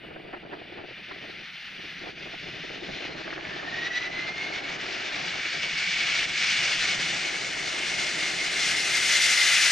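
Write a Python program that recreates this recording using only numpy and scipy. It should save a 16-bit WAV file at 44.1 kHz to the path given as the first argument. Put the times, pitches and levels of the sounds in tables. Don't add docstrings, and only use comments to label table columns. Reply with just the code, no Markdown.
import sys
import numpy as np
from scipy import signal
from scipy.fft import rfft, irfft, next_fast_len
from scipy.io import wavfile
from scipy.ndimage import uniform_filter1d

SR = 44100
rng = np.random.default_rng(int(sys.argv[2]) if len(sys.argv) > 2 else 0)


def elevation(decibels):
    levels = np.asarray(decibels, float)
    return 10 ** (levels / 20)


def waveform_to_disk(signal):
    frames = np.transpose(np.atleast_2d(signal))
    scaled = np.clip(frames, -1, 1) * 32767
    samples = np.round(scaled).astype(np.int16)
    wavfile.write(sys.argv[1], SR, samples)


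N = 428211
HOP = 128
TIMES = np.arange(N // HOP + 9) * HOP / SR

# (time [s], level of 2.4-4.5 kHz [dB])
ROAR_DB = [(0, -49), (.5, -48), (.97, -42.5), (2.05, -40.5), (3.05, -37.5), (3.3, -39.5), (3.6, -38),
           (3.9, -35), (4.6, -35.5), (5.4, -31.5), (5.76, -29), (6.44, -24.5), (6.95, -27), (7.52, -33.5),
           (7.9, -29.5), (8.5, -28.5), (9.2, -22), (9.71, -21)]


def evened(x):
    return x / np.sqrt(np.mean(abs(x) ** 2) + 1e-20)


def colour(points, hz):
    f, value = np.transpose(points)
    return np.interp(np.log(hz + 1), np.log(f + 1), value)


def curve(rows, t):
    s, value = np.transpose(rows)
    return np.interp(t, s, value)


def flutter(lo_hz, hi_hz, t):
    rates_hz = np.geomspace(lo_hz, hi_hz, num=30) * rng.uniform(.9, 1.1, size=30)
    cycles = np.outer(t, rates_hz) + rng.random(size=30)
    return evened(np.cos(2 * np.pi * cycles) @ rates_hz ** -.3)


def patches(bins, tall, long):
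    field = rng.standard_normal((len(TIMES), bins)).T
    field = uniform_filter1d(field, tall, axis=0)
    return evened(uniform_filter1d(field, long, axis=1))


def noise_pair(db, lo_hz, hi_hz, level_db, same, lead_rad=0.):
    frame = 2 * (len(db) - 1)
    hz = np.fft.rfftfreq(frame, 1 / SR)
    a, b, c, d = rng.standard_normal(db.shape[::-1] + (4,)).T
    same = np.clip(same, -1, 1)
    left = a + 1j * b
    right = same * left + np.sqrt(1 - same ** 2) * (c + 1j * d)
    z = np.array([left, right * np.exp(-1j * lead_rad)])
    mid_power = elevation(2 * db) * (1 + same * np.cos(lead_rad)) / 2
    steady = uniform_filter1d(mid_power[(hz >= lo_hz) & (hz < hi_hz)].sum(0), size=40)
    z *= elevation(db + level_db) * np.sqrt(3 / 4 / steady)
    return signal.istft(z, nperseg=frame, noverlap=frame - frame // 4)[1][:, :N]


def bump(t, s, rise_s, fall_s):
    return np.exp(-((t - s) / np.where(t < s, rise_s, fall_s)) ** 2)


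def churn_db(t):
    # (time [s], depth [dB], recovery [s])
    fades = [(.19, 1, 0.043), (.45, 7, 0.028), (.81, 3, 0.072), (2.13, 6, 0.054), (2.81, 4.5, .04),
             (3.1, 3.5, 0.085), (3.38, 5, 0.049), (3.62, 2, 0.086), (3.9, 5.5, .03), (4.0, 1.5, .02),
             (4.09, 5, 0.064), (4.32, 5, 0.038), (4.5, 1.5, 0.018), (4.62, 6, 0.02), (4.78, 6.5, 0.013),
             (5.38, 2, .03), (5.57, 3, .03), (5.67, 2.5, 0.078), (6.271, 9, 0.019), (6.314, 6.5, 0.065),
             (6.77, 2, 0.018), (6.97, 2.5, 0.029), (8.14, 2.5, 0.023), (8.33, 1.5, 0.19), (8.79, 2, 0.17),
             (9.0, 2, .06), (9.19, 1, .04), (9.36, 1, .06)]
    # (time [s], gain [dB], build-up [s])
    flares = [(.08, 2.5, .05), (1.68, 1, 0.12), (1.92, 1.5, .1), (3.07, 1.5, 0.14), (3.87, 3, 0.026),
              (3.97, 3.5, .02), (4.05, -0.5, .02), (4.57, 2, 0.034), (6.25, 0, .03), (6.84, 1.5, 0.047),
              (8.0, 2, 0.011), (8.71, 2, 0.1), (9.13, 0.5, .05)]
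    fast_s = 0.018
    fade_db = sum(db * bump(t, s, fast_s, slow_s) for s, db, slow_s in fades)
    flare_db = sum(db * bump(t, s, slow_s, fast_s) for s, db, slow_s in flares)
    return flare_db - fade_db


def lull_db(t):
    # (time [s], depth [dB], half length [s])
    lulls = [(0, 5, 0.044), (0.22, 3.5, 0.038), (0.399, 8, 0.022), (0.674, 8, 0.016), (.75, 4, 0.013),
             (0.883, 7, .03), (0.957, 16, 0.026), (1.045, 12, 0.046), (1.18, 6, 0.023), (1.37, 10, 0.024),
             (1.586, 21, 0.16), (1.816, 5, .02), (1.93, 9, 0.068), (2.157, 9, 0.023), (2.23, 5, .015),
             (2.3, 6, 0.017), (2.387, 11, 0.04), (2.525, 6, 0.022), (2.606, 6, 0.027), (3.232, 5.5, 0.014),
             (3.948, 5.5, 0.041), (4.345, 4, 0.021), (5.315, 2, 0.028), (5.424, 8, 0.026),
             (5.503, 8, 0.035), (5.613, 10, 0.019), (5.84, 8.5, 0.16), (6.46, 11, 0.11), (6.785, 3, 0.04)]
    return -sum(db * np.exp(-((t - s) / half_s) ** 4) for s, db, half_s in lulls)


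def hiss():
    # (time [s], depth [dB])
    hiss_under_db = [(0, 37), (.9, 43), (1.7, 38), (3.05, 47.5), (3.3, 52.5), (9.71, 56)]
    hz = np.fft.rfftfreq(4 * HOP, 1 / SR)
    roar_db = curve(ROAR_DB, TIMES)
    busy = np.interp(roar_db, [-39, -30], [0, 1])
    specks = np.minimum(patches(len(hz), 2, 8), 1.2)
    db = colour([(5000, -6.0), (9000, 5.5), (15000, 1.0)], hz)[:, None] + (.6 + 9 * busy) * specks
    db -= busy * np.clip((hz[:, None] - 14600) / 15, 0, 50)
    level_db = roar_db + 1.6 * churn_db(TIMES) - curve(hiss_under_db, TIMES)
    level_db += (.8 + 1.5 * busy) * flutter(3.3, 25, TIMES)
    level_db = np.minimum(level_db, -79) - 25 * np.clip(TIMES - 7.8, 0, 1)
    return noise_pair(db, 11900, 15000, level_db, .5)


def drops():
    # (time [s], peak [dB], frequency [Hz], half length [s])
    drop_ticks = [
        (0.4644, -37, 2010, 0.0004),
        (3.279, -27, 1600, .0007),
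        (3.306, -27, 2100, 0.0005),
        (3.329, -26.5, 1500, 0.00061),
        (3.363, -29, 2300, .0005),
        (3.3794, -28, 1700, 0.00045),
        (3.41, -25, 2470, 0.0004),
        (3.4376, -35, 2150, 0.0004),
        (3.4525, -24.5, 2160, 0.00065),
    ]
    out, t = np.zeros(N), np.arange(-80, 200) / SR
    for s, db, hz, half_s in drop_ticks:
        at = round(s * SR)
        out[at - 80:at + 200] += elevation(db + 3) * np.exp(-(t / half_s) ** 2) * np.cos(2 * np.pi * hz * t)
    return out


def wind():
    # (time [s], level [dB])
    gust_db = [(0, -44.5), (.8, -43), (1.3, -45), (1.9, -45), (2.7, -42), (3.2, -40.5), (3.5, -41),
               (4.7, -41), (5.6, -41), (6.25, -45), (7, -42), (7.8, -41), (9, -41.5), (9.2, -46.5),
               (9.71, -50.5)]
    # (frequency [Hz], density [dB per Hz])
    wind_tone = [(20, -22), (60, -26), (120, -3.5), (260, -22.5), (360, 6), (480, -10), (660, 1),
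                 (1000, -8.5), (1800, -2.5), (3500, -47)]
    # (time [s], rise over the gust [dB], length [s])
    buffets = [(.05, 5, .008), (.113, 5, .008), (.166, 9, .005), (.29, 8, .005), (.342, 13, .014),
               (.372, 7, .008), (.44, 6, .006), (.466, 6, .005), (.535, 10, .014), (.572, 5, .005),
               (.603, 4, .006), (.73, 4, .008), (.79, 7, .018), (.84, 5, .006), (.98, 6, .006),
               (1.115, 14, .009), (1.25, 6, .012), (1.41, 4, .01), (2.08, 8, .025), (2.27, 7, .01),
               (2.35, 4, .015), (2.57, 4, .01), (2.73, 5, .015), (3.19, 4, .02), (3.28, 4, .02)]
    hz = np.fft.rfftfreq(4 * HOP, 1 / SR)
    broken = np.clip((3.6 - TIMES) / 0.85, 0, 1)
    buffet_db = sum(db * np.exp(-((TIMES - s) / length_s) ** 2) for s, db, length_s in buffets)
    between = np.exp(-buffet_db / 4)
    lumps_db = (1.33 + 2.6 * broken) * between * flutter(15, 90, TIMES)
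    reach_oct = np.clip(np.log2(np.maximum(hz, 450) / 450), 0, 2.5)[:, None]
    db = colour(wind_tone, hz)[:, None] + lumps_db
    db = db + broken * reach_oct * (0.81 * buffet_db - 8.0) + 0.95 * patches(len(hz), 5, 6)
    db -= np.maximum(hz - 3500, 0)[:, None] / 100
    same = colour([(100, 1.0), (300, 0.42), (700, 0.5), (1500, 0.22)], hz)[:, None]
    lead_rad = np.clip((hz[:, None] - 250) / 350, 0, 1.5)
    level_db = curve(gust_db, TIMES) + lull_db(TIMES) + 0.81 * flutter(3, 15, TIMES)
    level_db += 0.54 * buffet_db - 0.48 * broken
    pair = noise_pair(db, 250, 950, level_db, same, lead_rad)
    eddies = rng.standard_normal((N, 2)).T
    for _ in range(2):
        eddies = uniform_filter1d(eddies, size=70, axis=1)
    depth_db = 1.0 + .8 * np.interp(np.arange(N) / SR, TIMES, broken * between)
    return pair * evened(elevation(depth_db * np.clip(evened(eddies), -3, 1.8)))


def rumble():
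    # (time [s], level [dB])
    rumble_db = [(0, -51.5), (1.5, -53), (2.7, -47.5), (5, -51.5), (6.3, -46.5), (7, -45.5), (7.5, -51),
                 (8.7, -48.5), (9.71, -53)]
    # (frequency [Hz], density [dB per Hz])
    rumble_tone = [(15, -3.5), (30, -21.5), (60, -11), (100, -9.5), (170, 0.5), (240, -7.5), (400, -23)]
    hz = np.fft.rfftfreq(16 * HOP, 1 / SR)
    t = np.arange(N // (4 * HOP) + 9) * 4 * HOP / SR
    db = (colour(rumble_tone, hz) - np.maximum(hz - 400, 0) / 8)[:, None] + 0.71 * flutter(4.2, 17, t)
    level_db = curve(rumble_db, t) + 0.24 * lull_db(t) + 1.7 * flutter(1.7, 6.6, t)
    return noise_pair(db, 70, 220, level_db, 0.92)


def roar(shimmer):
    # (time [s], length [m])
    path_m = [(0, 850), (.7, 750), (1.2, 550), (2.9, 386), (3.5, 377), (5, 264), (6.3, 149), (8.4, 53),
              (9, 6.8), (9.71, 2.8)]
    # (frequency [Hz], density [dB per Hz])
    jet_tone = [(300, -34), (700, -21.5), (1030, -25.5), (1400, -13), (2000, -6.5), (2600, -6.5),
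                (3760, -10.5), (6000, -12), (9080, -22.5), (11500, -32.5), (13500, -42), (14700, -48),
                (15400, -77)]
    # (frequency [Hz], likeness [0-1])
    likeness = [(100, 0.84), (1200, 0.98), (1970, 1), (3230, 0.89), (5330, 0.94), (8770, 1), (14400, 0.49)]
    # (frequency [Hz], phase [rad])
    left_lead = [(0, 0.36), (860, 0), (1890, 0.12), (3190, 0.59), (5170, -0.0), (6800, 0.74), (8270, 0.44),
                 (14600, 0.1)]
    hz = np.fft.rfftfreq(4 * HOP, 1 / SR)
    khz = hz[:, None] / 1000
    air_m = curve(path_m, TIMES)
    far = air_m / 500
    db = colour(jet_tone, hz)[:, None] - 0.00066 * air_m * khz ** 2.292
    db += (0.7 + 0.043 * far) * shimmer * np.clip(khz / 2.9, 0, 1.3)
    db -= 2.35 * far * np.clip(2.5 - khz, 0, 1.2)
    db += 0.71 * patches(len(hz), 14, 18)
    level_db = curve(ROAR_DB, TIMES) + churn_db(TIMES)
    same, lead_rad = colour(likeness, hz)[:, None], colour(left_lead, hz)[:, None]
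    return noise_pair(db, 2400, 4860, level_db, same, lead_rad)


def whistle(hz, width_hz, steady=0.):
    fuzz = rng.standard_normal(len(hz)) + 1j * rng.standard_normal(len(hz))
    r = np.exp(-np.pi * width_hz / SR)
    for _ in range(2):
        fuzz = signal.lfilter([1 - r], [1, -r], fuzz)
    fuzz = evened(fuzz) + steady
    fuzz = fuzz / np.sqrt(uniform_filter1d(abs(fuzz) ** 2, size=3000))
    return np.sqrt(2) * (evened(fuzz) * np.exp(2j * np.pi * np.cumsum(hz) / SR)).real


def fans(shimmer):
    # (time [s], blade tone [Hz])
    fan_hz = [(2.9, 1470), (3.2, 1610), (3.5, 1755), (4, 1972), (4.6, 2225), (5, 2275), (5.5, 2270),
              (7, 2225), (8.2, 2150), (9.71, 2050)]
    # (time [s], level [dB])
    beam_db = [(3.0, -24), (3.45, -10), (3.85, 2), (4.0, 2), (4.15, 0), (4.5, -.5), (4.68, -5), (4.85, -15),
               (5.55, -5), (6.2, -6.5), (7, -8), (8.2, -6.5), (9.15, -7), (9.71, -10)]
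    # (multiple [1], level re tone while spooling [dB], level re tone at full speed [dB])
    overtones = [
        (2, -11.5, -19),
        (3, -22, -32),
    ]
    # (idle pitch [Hz], loudest time [s], level [dB], rise [dB/s], fall [dB/s])
    whines = [
        (5880, 2.0, -69, 12, 30),
        (4440, 2.2, -61, 5, 45),
        (3170, 3.0, -52, 10, 18),
        (2800, 0, -57, 10, 30),
    ]
    # (time [s], ratio to idle [1])
    spool = [(0, 1.03), (.5, 1.025), (1.2, 1.0), (1.9, 1.005), (2.45, 1.07), (3.03, 1.29), (3.8, 1.505)]
    t = np.arange(N) / SR
    hz, churn = curve(fan_hz, t), np.interp(t, TIMES, churn_db(TIMES))
    level_db = np.interp(t, TIMES, curve(ROAR_DB, TIMES)) + churn
    level_db += curve(beam_db, t) - 60 * np.clip(beam_db[0][0] - t, 0, 1)
    full = np.clip((t - 3.95) / .7, 0, 1)
    spread = np.clip((t - 4.3) / .5, 0, 1)
    out = np.sqrt(1 - .6 * spread) * whistle(hz, 90, steady=1.0 - .5 * spread)
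    out += np.sqrt(.6 * spread) * whistle(hz - 20, 190)
    out *= elevation(level_db + .8 * spread * np.interp(t, TIMES, flutter(6, 25, TIMES)))
    for k, spooling_db, full_db in overtones:
        overtone_db = level_db + spooling_db + full * (full_db - spooling_db) + .7 * churn
        out += elevation(overtone_db) * whistle(round(k) * hz, 150, steady=.3)
    for idle_hz, s, db, rise, fall in whines:
        whine_db = db - np.where(t < s, rise * (s - t), fall * (t - s))
        out += elevation(whine_db) * whistle(idle_hz * curve(spool, t), width_hz=240)
    out *= elevation(1.3 * np.interp(t, TIMES, shimmer))
    other = np.roll(out, 9)
    return np.array([out + .2 * other, out - .2 * other])


def scene():
    # (frequency [Hz], left over right [dB])
    balance_db = [(60, -1), (150, 0.0), (370, 0), (930, -0.5), (2320, 1.5), (5790, 3.5), (14400, -1.5)]
    shimmer = flutter(5, 50, TIMES)
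    size = next_fast_len(N)
    hz = np.fft.rfftfreq(size, 1 / SR)
    comb = 1 + .25 * np.clip((hz - 2200) / 1000, 0, 1) * np.exp(-2j * np.pi * hz / 589)
    tilt = elevation(np.outer([.5, -.5], colour(balance_db, hz)))
    jet = irfft(rfft(roar(shimmer) + fans(shimmer), size) * comb * tilt, size)[:, :N]
    drift_db = np.interp(np.arange(N) / SR, [0, 5, 8.5, 9.7], [-.6, -0.27, -.1, 0.74])
    return jet * elevation(np.outer([.5, -.5], drift_db)) + rumble() + wind() + drops()


def thin_treble(x, margin_db, from_hz):
    hz, _, z = signal.stft(x, SR, nperseg=1024)
    power = abs(z) ** 2
    loud_db = 10 * np.log10(uniform_filter1d(power.sum((0, 1)), size=5) + 1e-12)
    bands = np.minimum(np.arange(len(hz)) // 8 * 8 + 4, len(hz) - 1)
    near_db = 10 * np.log10(uniform_filter1d(power, size=8, axis=1)[:, bands] + 1e-20)
    thrift_db = 4.0 * rng.standard_normal(len(loud_db) // 4 + 1).repeat(4)[:len(loud_db)]
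    keep = np.clip((near_db - thrift_db - 1.3 * (loud_db + 30.5) + margin_db) / 1.2, 0, 1)
    z = z * np.where(hz[:, None] > from_hz, keep, 1)
    return signal.istft(z, SR, nperseg=1024)[1][:, :N]


def roll_off(x):
    return signal.sosfilt(signal.butter(12, 15720, fs=SR, output="sos"), x)


def record(dry):
    mix = thin_treble(dry, margin_db=103, from_hz=5000) + hiss()
    return roll_off(mix)


dry = scene()
out = record(dry)
waveform_to_disk(out)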